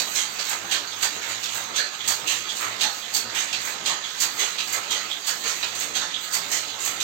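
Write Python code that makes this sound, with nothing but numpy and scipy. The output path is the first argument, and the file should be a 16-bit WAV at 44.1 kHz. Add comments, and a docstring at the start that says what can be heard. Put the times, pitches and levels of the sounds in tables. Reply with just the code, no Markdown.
"""A shuttle power loom weaves close by, two picks every 1.06 s: the picker throws the shuttle, the box catches it,
the far picker throws it back with a rattle and a loose link rings. The picker and lever of a slightly faster loom
drift through this rhythm. Each blow is a short judder of contacts, noise coloured by wood and steel, over swishing
threads and the drive's steady clatter. One slap echo follows; two microphones hear the treble from the right."""
import sys
import numpy as np
from scipy import signal
from scipy.fft import rfft, irfft, next_fast_len
from scipy.io import wavfile
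from scipy.ndimage import uniform_filter1d, map_coordinates

SR = 44100
rng = np.random.default_rng(int(sys.argv[2]) if len(sys.argv) > 2 else 0)


def store_pcm(level_fs):
    """Save levels as 16-bit WAV."""
    pcm = np.round(np.clip(level_fs, -1, 1) * 32767).astype(np.int16)
    wavfile.write(sys.argv[1], SR, np.atleast_2d(pcm).T)


N = 310023

# Blows: [t/s, level/dB, wooden knock/dB, steel brightness/dB]; levels are before each part's gain,
# knock and brightness are relative to the part's usual colour
# the near picker throws the shuttle out, once a cycle
PICK_BLOWS = [(-0.026, -17, -4.5, -3), (1.022, -14.5, -1.5, -4.5), (2.076, -19.5, 3.5, 4),
              (3.141, -19.5, -0.5, 3.5), (4.203, -18.5, 1.8, 3), (5.267, -20.5, 0, 1), (6.329, -21, 2, 2.7)]
# the shuttle runs into its near box; every second time it rebounds
BOX_BLOWS = [(0.152, -19.5, -3, -0.5), (1.225, -28.5, 7, -9), (1.29, -30, 4, 0), (2.275, -19.5, -1, -1),
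             (3.348, -22.5, 1.5, -3.5), (3.385, -30.5, 6, 5), (4.392, -17.5, 0.5, -5),
             (5.44, -25, 7.5, -3.5), (5.476, -29, 0, 4.5), (6.516, -23, 2, 3)]
# the far picker throws the shuttle back, with a rattle
FAR_PICK_BLOWS = [(0.495, -24, 2.5, -2.5), (1.545, -27.5, 2, -0.5), (2.612, -23, 5, -7),
                  (3.655, -28.5, 5, -2), (4.727, -24.5, 3, -1), (5.8, -23.5, -2.5, -3), (6.85, -22, -2, -2)]
# resonances of the loom frame: [f/Hz, width/Hz, lift/dB]
FRAME_MODES = [(851, 9.8, 3.2), (1273, 23, 6), (1990, 35, 1), (2466, 22, 2.4), (3962, 86, 4.2),
               (4530, 47, 3.1), (4600, 35, 1.7), (6430, 39, 4.7), (6820, 30, 1.7), (6460, 38, 5.5)]

CYCLE_S, CYCLE_START_S = 1.0625, 1.016
BEAT_AT_S, BEAT_WIDTH_S = 0.17, 0.094  # the beater's stroke within the cycle
LULL_AT_S, LULL_WIDTH_S = 0.66, 0.044  # swish and clatter drop briefly


def amp(db):
    """Decibels to gain."""
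    return 10 ** (np.asarray(db) / 20)


def rms(x):
    """Root mean square."""
    return np.sqrt(np.mean(np.abs(x) ** 2) + 1e-20)


def along(points, hz):
    """(Hz, value) points read on a log axis."""
    f, v = np.transpose(points)
    return np.interp(np.log(hz + 1), np.log(f + 1), v)


def wobble(rate, size):
    """A smooth random curve, rate knots a second."""
    knots = rng.standard_normal(int(size * rate / SR) + 4)
    return map_coordinates(knots, [np.arange(size) * rate / SR])


def swell(at, width, every):
    """A bell from 0 to 1 that peaks at seconds into the loom's cycle and comes back every so many seconds."""
    since_peak = np.arange(N) / SR - CYCLE_START_S - at
    away = (since_peak + every / 2) % every - every / 2
    return np.exp(-.5 * (away / width) ** 2)


def filtered(x, response):
    """x times a complex response of frequency."""
    size = x.shape[-1]
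    padded = next_fast_len(size + SR // 10, True)
    spectrum = rfft(x, padded) * response(np.fft.rfftfreq(padded, 1 / SR))
    return irfft(spectrum, padded)[..., :size]


def part(hz, body, ring):
    """Response of a loom part, of unit power: a broad body with narrow resonances standing on it."""
    peaks = 0
    for centre, width, lift_db in ring:
        resonance = 1j * hz * width / (centre * centre - hz * hz + 1j * hz * width)
        peaks = peaks + (amp(lift_db) - 1) * resonance
    response = amp(along(body, hz)) * (1 + peaks)
    return response / rms(response)


def struck_anew(hz, body, ring, vary_db):
    """No two blows land alike: each favours other groups of the part's many modes."""
    groups = map_coordinates(rng.standard_normal(120), [hz / 200], mode="nearest")  # a knot every 200 Hz
    response = part(hz, body, ring) * amp(vary_db * groups)
    return response / rms(response)


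def contacts(size, rate, rough_db):
    """A dense run of tiny contacts: two independent noises of unit power whose shared force flutters."""
    x = rng.standard_normal((2, size)) * amp(rough_db * wobble(rate, size))
    return x / rms(x)


def patchy(x, patchy_db):
    """Loose parts chatter by turns, so the colour shifts from moment to moment."""
    z = signal.stft(x, nperseg=512)[2]
    field = rng.standard_normal(z.shape[1:])
    field = uniform_filter1d(field, size=5, axis=0)  # over frequency
    field = uniform_filter1d(field, size=9, axis=1)  # over time
    return signal.istft(z * amp(patchy_db * field / rms(field)), nperseg=512)[1][:, :N]


def add(track, s, sound):
    """Mix a sound into a track at time s, cut at both ends of the track."""
    start = min(round(s * SR), N - 1)
    sound, start = sound[:, max(-start, 0):], max(start, 0)
    track[:, start:start + sound.shape[1]] += sound[:, :N - start]


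def alike(table, knock_db, bright_db):
    """(s, level dB) rows as blows of one colour."""
    return [(s, db, knock_db, bright_db) for s, db in table]


def blows(table, body, ring, gain_db, rise, hold, t60, knock_lag, room_db, rough_db, vary_db, slack_db):
    """Each blow takes up its slack, judders and dies away; heavy wood builds later than steel (times in s)."""
    track, t = np.zeros((2, N)), np.arange(-SR // 20, SR // 2) / SR
    room_t60, slack_time = .5, .014  # s
    wood = lambda hz: 1 / (1 + (hz / 2300) ** 4)  # share of the wood in each frequency
    slack = amp(slack_db) * np.exp(-np.abs(t) / slack_time)  # loose joints rattle around the moment of the blow

    def judder(lag):
        age = np.maximum(t - hold - lag, 0)
        onset = 1 - np.exp(-np.maximum(t, 0) / (rise + lag + 1e-4))
        fall = np.maximum(amp(-60 * age / t60), amp(room_db - 60 * age / room_t60))
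        return contacts(len(t), 217.6, rough_db) * np.maximum(onset * fall, slack)

    for s, db, knock_db, bright_db in table:
        knock = filtered(judder(knock_lag), lambda hz: np.sqrt(wood(hz)))
        clash = filtered(judder(0), lambda hz: np.sqrt(1 - wood(hz)))
        tilt = [(1900, knock_db), (2800, 0), (3900, 0), (4900, bright_db)]
        colour = lambda hz: amp(along(tilt, hz)) * struck_anew(hz, body, ring, vary_db)
        add(track, s + t[0], amp(db + gain_db) * filtered(knock + clash, colour))
    return track


def shuttle():
    """The near picker throws the shuttle; the near stick hits its buffer, the shuttle stops in either box."""
    # bodies: [f/Hz, density/dB per Hz]
    pick_body = [(100, -26), (400, -26), (1000, -6.5), (2000, -7.5), (3400, -4.5), (4500, -1.5),
                 (7000, -1.2), (14000, -8)]
    box_body = [(100, -38), (400, -18.5), (1000, -8), (2000, 0.5), (3400, 0.5), (4500, 1.5), (7000, 2.5),
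                (14000, -12)]
    stop_body = [(60, -31), (300, -12.5), (900, 0), (1700, 2.5), (2600, -6.5), (4500, 6.5), (8000, -4.5),
                 (15000, -43)]
    # resonances: [f/Hz, width/Hz, lift/dB]
    pick_modes = [(4580, 50, 8.5), (4490, 150, 2.5), (6400, 300, -2), (7240, 44, -4), (8900, 80, 7)]
    box_modes = [(3150, 50, 4), (4280, 40, 3.3), (6350, 270, 3.4), (6300, 40, 2.5), (6650, 50, 2.4)]
    # the shuttle runs into the far box: [t/s, level/dB]
    far_catches = [(0.738, -26.5), (1.785, -22.5), (2.832, -22.5), (3.892, -22), (4.958, -26.5),
                   (6.012, -25.5)]
    thrown = blows(PICK_BLOWS, pick_body, pick_modes, gain_db=2.5, rise=0.0027, hold=0.025, t60=0.19,
                   knock_lag=0.0076, room_db=-15.5, rough_db=2.25, vary_db=-0.2, slack_db=-9)
    caught = blows(BOX_BLOWS, box_body, box_modes, gain_db=1, rise=0.0015, hold=0.036, t60=0.4,
                   knock_lag=.006, room_db=-14, rough_db=1.0, vary_db=2.5, slack_db=-7)
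    # the near stick hits its buffer just after each pick
    near_stops = [(s + .024, -31, 0, 1) for s, *_ in PICK_BLOWS]
    stops = near_stops + alike(far_catches, knock_db=-1.1, bright_db=-4.5)
    stopped = blows(stops, stop_body, FRAME_MODES, gain_db=3.5, rise=0.0019, hold=0.011, t60=0.37,
                    knock_lag=0.002, room_db=-21, rough_db=0.0, vary_db=4.5, slack_db=-13)
    return thrown + caught + stopped


def warp():
    """Threads swish as the reed sweeps through them; blows of both pickers and the near box snap heald wires."""
    # colour of threads and wires: [f/Hz, density/dB per Hz]
    warp_body = [(2000, -33), (5000, -17), (7500, 3), (10000, -11.5), (13000, 0.5), (16000, -0.5)]
    colour = lambda hz: amp(along(warp_body, hz))
    sweep_db = 3 * swell(BEAT_AT_S, BEAT_WIDTH_S, CYCLE_S)
    lull_db = -8 * swell(LULL_AT_S, LULL_WIDTH_S, CYCLE_S)
    slack_db = -17 * swell(0.81, 0.094, 2 * CYCLE_S)  # quiet late in every second cycle
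    uneven_db = 3.5 * wobble(14, N)
    swish = filtered(contacts(N, 700, 2.6), colour)
    swish = swish / rms(swish) * amp(-37.5 + sweep_db + lull_db + slack_db + uneven_db)

    snaps, t = np.zeros((2, N)), np.arange(SR // 10) / SR
    crack_and_buzz = amp(-60 * t / 0.0054) + amp(-3.0 - 60 * t / 0.18)
    # snap gain in dB, on top of the blow's level and brightness
    for table, snap_db in [(FAR_PICK_BLOWS, 11), (BOX_BLOWS, 4), (PICK_BLOWS, 2.5)]:
        for s, db, _, bright_db in table:
            add(snaps, s, amp(db + bright_db + snap_db) * crack_and_buzz * contacts(len(t), 590, 2.7))
    return swish + filtered(snaps, colour)


def drive():
    """Gears and shafts rumble and clatter in the frame, harder as the beater strokes; the motor hums unsteadily."""
    # body of the drive: [f/Hz, density/dB per Hz]
    drive_body = [(30, -40), (60, -17.5), (110, -9.5), (280, -3.5), (600, -2.5), (1300, 0.5), (2400, -0.5),
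                  (4200, 0.34), (7000, -2.5), (9500, -15.5), (14000, -17.5)]
    t = np.arange(N) / SR
    first = swell(BEAT_AT_S, BEAT_WIDTH_S, CYCLE_S)
    second = swell(BEAT_AT_S + CYCLE_S / 2, BEAT_WIDTH_S, CYCLE_S)
    mid_cycle = swell(0.5, 0.093, CYCLE_S)
    lull = swell(LULL_AT_S, LULL_WIDTH_S, CYCLE_S)
    coast = swell(0.95, 0.045, CYCLE_S)  # the drive coasts towards the next pick

    low = lambda hz: 1 / (1 + (hz / 1000) ** 4)  # share of the rumble in each frequency
    frame = lambda hz: part(hz, drive_body, FRAME_MODES)
    rumble = filtered(contacts(N, 40, 1.7), lambda hz: frame(hz) * np.sqrt(low(hz)))
    chatter = patchy(contacts(N, 90, 1.43), patchy_db=2.5)
    clatter = filtered(chatter, lambda hz: frame(hz) * np.sqrt(1 - low(hz)))
    # idle level in dB, then its change at each moment of the cycle
    rumble = rumble / rms(rumble) * amp(-44.5 + 3 * first + 4 * second - 3 * coast)
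    clatter = clatter / rms(clatter) * amp(-32.5 + first + mid_cycle - lull)

    hum_hz = 108
    hum_level = amp(-66.5 + 6.6 * wobble(8.2, N))
    hum = hum_level * np.sin(2 * np.pi * hum_hz * t + 1.3 * wobble(11, N))
    return rumble + clatter + hum


def neighbour():
    """The next loom runs a little faster, so its picker and steel lever drift through the rhythm."""
    # its picker: [t/s, level/dB]
    next_picks = [(0.712, -18.5), (1.76, -20), (2.808, -17.5), (3.858, -19.5), (4.906, -20), (5.951, -20),
                  (7.002, -22)]
    # its steel lever drops: [t/s, level/dB, wooden knock/dB, steel brightness/dB]
    lever_drops = [(0.39, -30, 4, 5), (1.432, -32, -4, 5), (2.487, -35, -17, 5), (3.527, -23.5, -4, -3),
                   (4.582, -23, -6.5, -3), (5.625, -26, 0.5, -1.5), (6.68, -32.5, -23, -4)]
    # bodies: [f/Hz, density/dB per Hz]
    picker_body = [(100, -33), (400, -18), (1000, -6), (2000, -4), (3400, -1), (4500, -2.5), (7000, -5),
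                   (14000, -14.5)]
    lever_body = [(100, -31), (400, -22), (1000, -6), (2000, -5.5), (3400, -1.5), (4500, 2), (7000, -6),
                  (14000, -19.5)]
    # resonances: [f/Hz, width/Hz, lift/dB]
    picker_modes = [(3210, 40, 4), (3260, 47, 4.7), (3650, 36, 2.1), (3820, 100, 4.7), (5600, 50, 5.2),
                    (6370, 72, 5.1)]
    lever_modes = [(2590, 150, 6.9), (3350, 48, 4.6), (3844, 60, 4.5), (3750, 90, 4)]
    picks = alike(next_picks, knock_db=-5.5, bright_db=-.5)
    picker = blows(picks, picker_body, picker_modes, gain_db=2.5, rise=0.0012, hold=0.014, t60=0.28,
                   knock_lag=0.006, room_db=-12.5, rough_db=0.8, vary_db=0.5, slack_db=-8.5)
    lever = blows(lever_drops, lever_body, lever_modes, gain_db=5.5, rise=0.0017, hold=0.0094, t60=0.26,
                  knock_lag=.003, room_db=-5.5, rough_db=2.0, vary_db=1.6, slack_db=-10)
    return picker + lever


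def far_picker():
    """The far picker throws the shuttle back with a long rattle, after a lighter clack."""
    # body: [f/Hz, density/dB per Hz]
    far_body = [(100, -28), (400, -11.5), (1000, -2.5), (2000, -0.3), (3400, -3), (4500, -1.5), (7000, 1.5),
                (14000, -5)]
    # resonances: [f/Hz, width/Hz, lift/dB]
    far_modes = [(1306, 33, 7.4), (2060, 200, 4.3), (6550, 67, 7.5), (7150, 56, 4.5), (7340, 65, 8),
                 (8500, 60, 5)]
    # a lighter, thinner clack just before each blow
    clacks = [(s - .051, db - 5.5, -7.5, 0) for s, db, *_ in FAR_PICK_BLOWS]
    return blows(FAR_PICK_BLOWS + clacks, far_body, far_modes, gain_db=2.5, rise=0.0021, hold=0.023,
                 t60=0.39, knock_lag=0.0083, room_db=-1, rough_db=2.0, vary_db=1.6, slack_db=-5.5)


def loose_link():
    """A loose link rings in a narrow steely band and bounces once, softer."""
    # the link rings: [t/s, level/dB]
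    link_taps = [(.922, -32), (1.44, -32), (2.005, -29), (2.488, -28), (3.02, -33), (4.04, -28),
                 (4.09, -29.5), (5.11, -23), (6.142, -23)]
    # body: [f/Hz, density/dB per Hz]
    link_body = [(100, -25), (400, -38), (1000, -55), (2000, -14), (3400, 11.5), (4500, 0), (7000, -8),
                 (14000, -21)]
    # resonances: [f/Hz, width/Hz, lift/dB]
    link_modes = [(3260, 60, 6), (3310, 72, 6.9), (3430, 110, 6), (3630, 160, 7.2), (3880, 60, 5)]
    bounces = [(s + .048, db - 10) for s, db in link_taps]
    taps = alike(link_taps + bounces, knock_db=0, bright_db=0)
    return blows(taps, link_body, link_modes, gain_db=0.5, rise=.0005, hold=0.0069, t60=0.18,
                 knock_lag=0.0025, room_db=-16, rough_db=0, vary_db=-1.0, slack_db=-7)


def placed(x):
    """Two microphones: the bass is mostly alike in both and leans left, the treble is broad and leans right."""
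    # likeness of left and right: [f/Hz, correlation]
    likeness = [(40, 0.33), (90, 0.89), (280, 0.87), (500, 0.35), (800, 0.41), (1100, -0.047),
                (1500, -0.011), (2200, 0.11), (3000, 0.028)]
    # balance: [f/Hz, left minus right/dB]
    balance = [(60, 8), (99, 2), (160, 2.5), (270, 4.5), (450, 0.5), (740, -1), (1220, -5), (2010, -12),
               (3330, -14.5), (5500, -13.5), (9080, -13.5), (15000, -8.5)]
    turn = lambda hz: np.arccos(np.clip(along(likeness, hz), -1, 1)) / 2
    mid, side = filtered(x, lambda hz: np.array([np.cos(turn(hz)), np.sin(turn(hz))]))
    lean = lambda hz: np.arctan(amp(along(balance, hz)))
    gains = lambda hz: np.sqrt(2) * np.array([np.sin(lean(hz)), np.cos(lean(hz))])
    return filtered(np.array([mid + side, mid - side]), gains)


def slap(x, delay, share):
    """One hard echo close behind the sound (delay in s) gives it a hollow colour."""
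    return filtered(x, lambda hz: (1 + share * np.exp(-2j * np.pi * hz * delay)) / np.hypot(1, share))


def scene():
    """Both looms and their echo."""
    clacks = patchy(shuttle() + neighbour() + far_picker() + loose_link(), patchy_db=1.5)
    looms = placed(clacks + warp() + drive())
    return slap(looms, delay=.017415, share=.48)


def record(dry):
    """The highest peaks are rounded off; the overall tone is dull above 8 kHz."""
    # overall tone colour: [f/Hz, level/dB]
    tone_colour = [(20, -12), (55, -0.5), (4700, -0.5), (4850, -6), (6000, -4), (6200, 1.5), (7600, -1.5),
                   (8450, -3.5), (8700, -11.5), (9700, -27), (11500, -18), (11800, -5.5), (16000, -10)]
    ceiling, top_hz = 0.53, 16000
    rounded = dry / (1 + (dry / ceiling) ** 4) ** (1 / 4)
    return filtered(rounded, lambda hz: amp(along(tone_colour, hz)) * (hz < top_hz))


dry = scene()
out = record(dry)
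store_pcm(out)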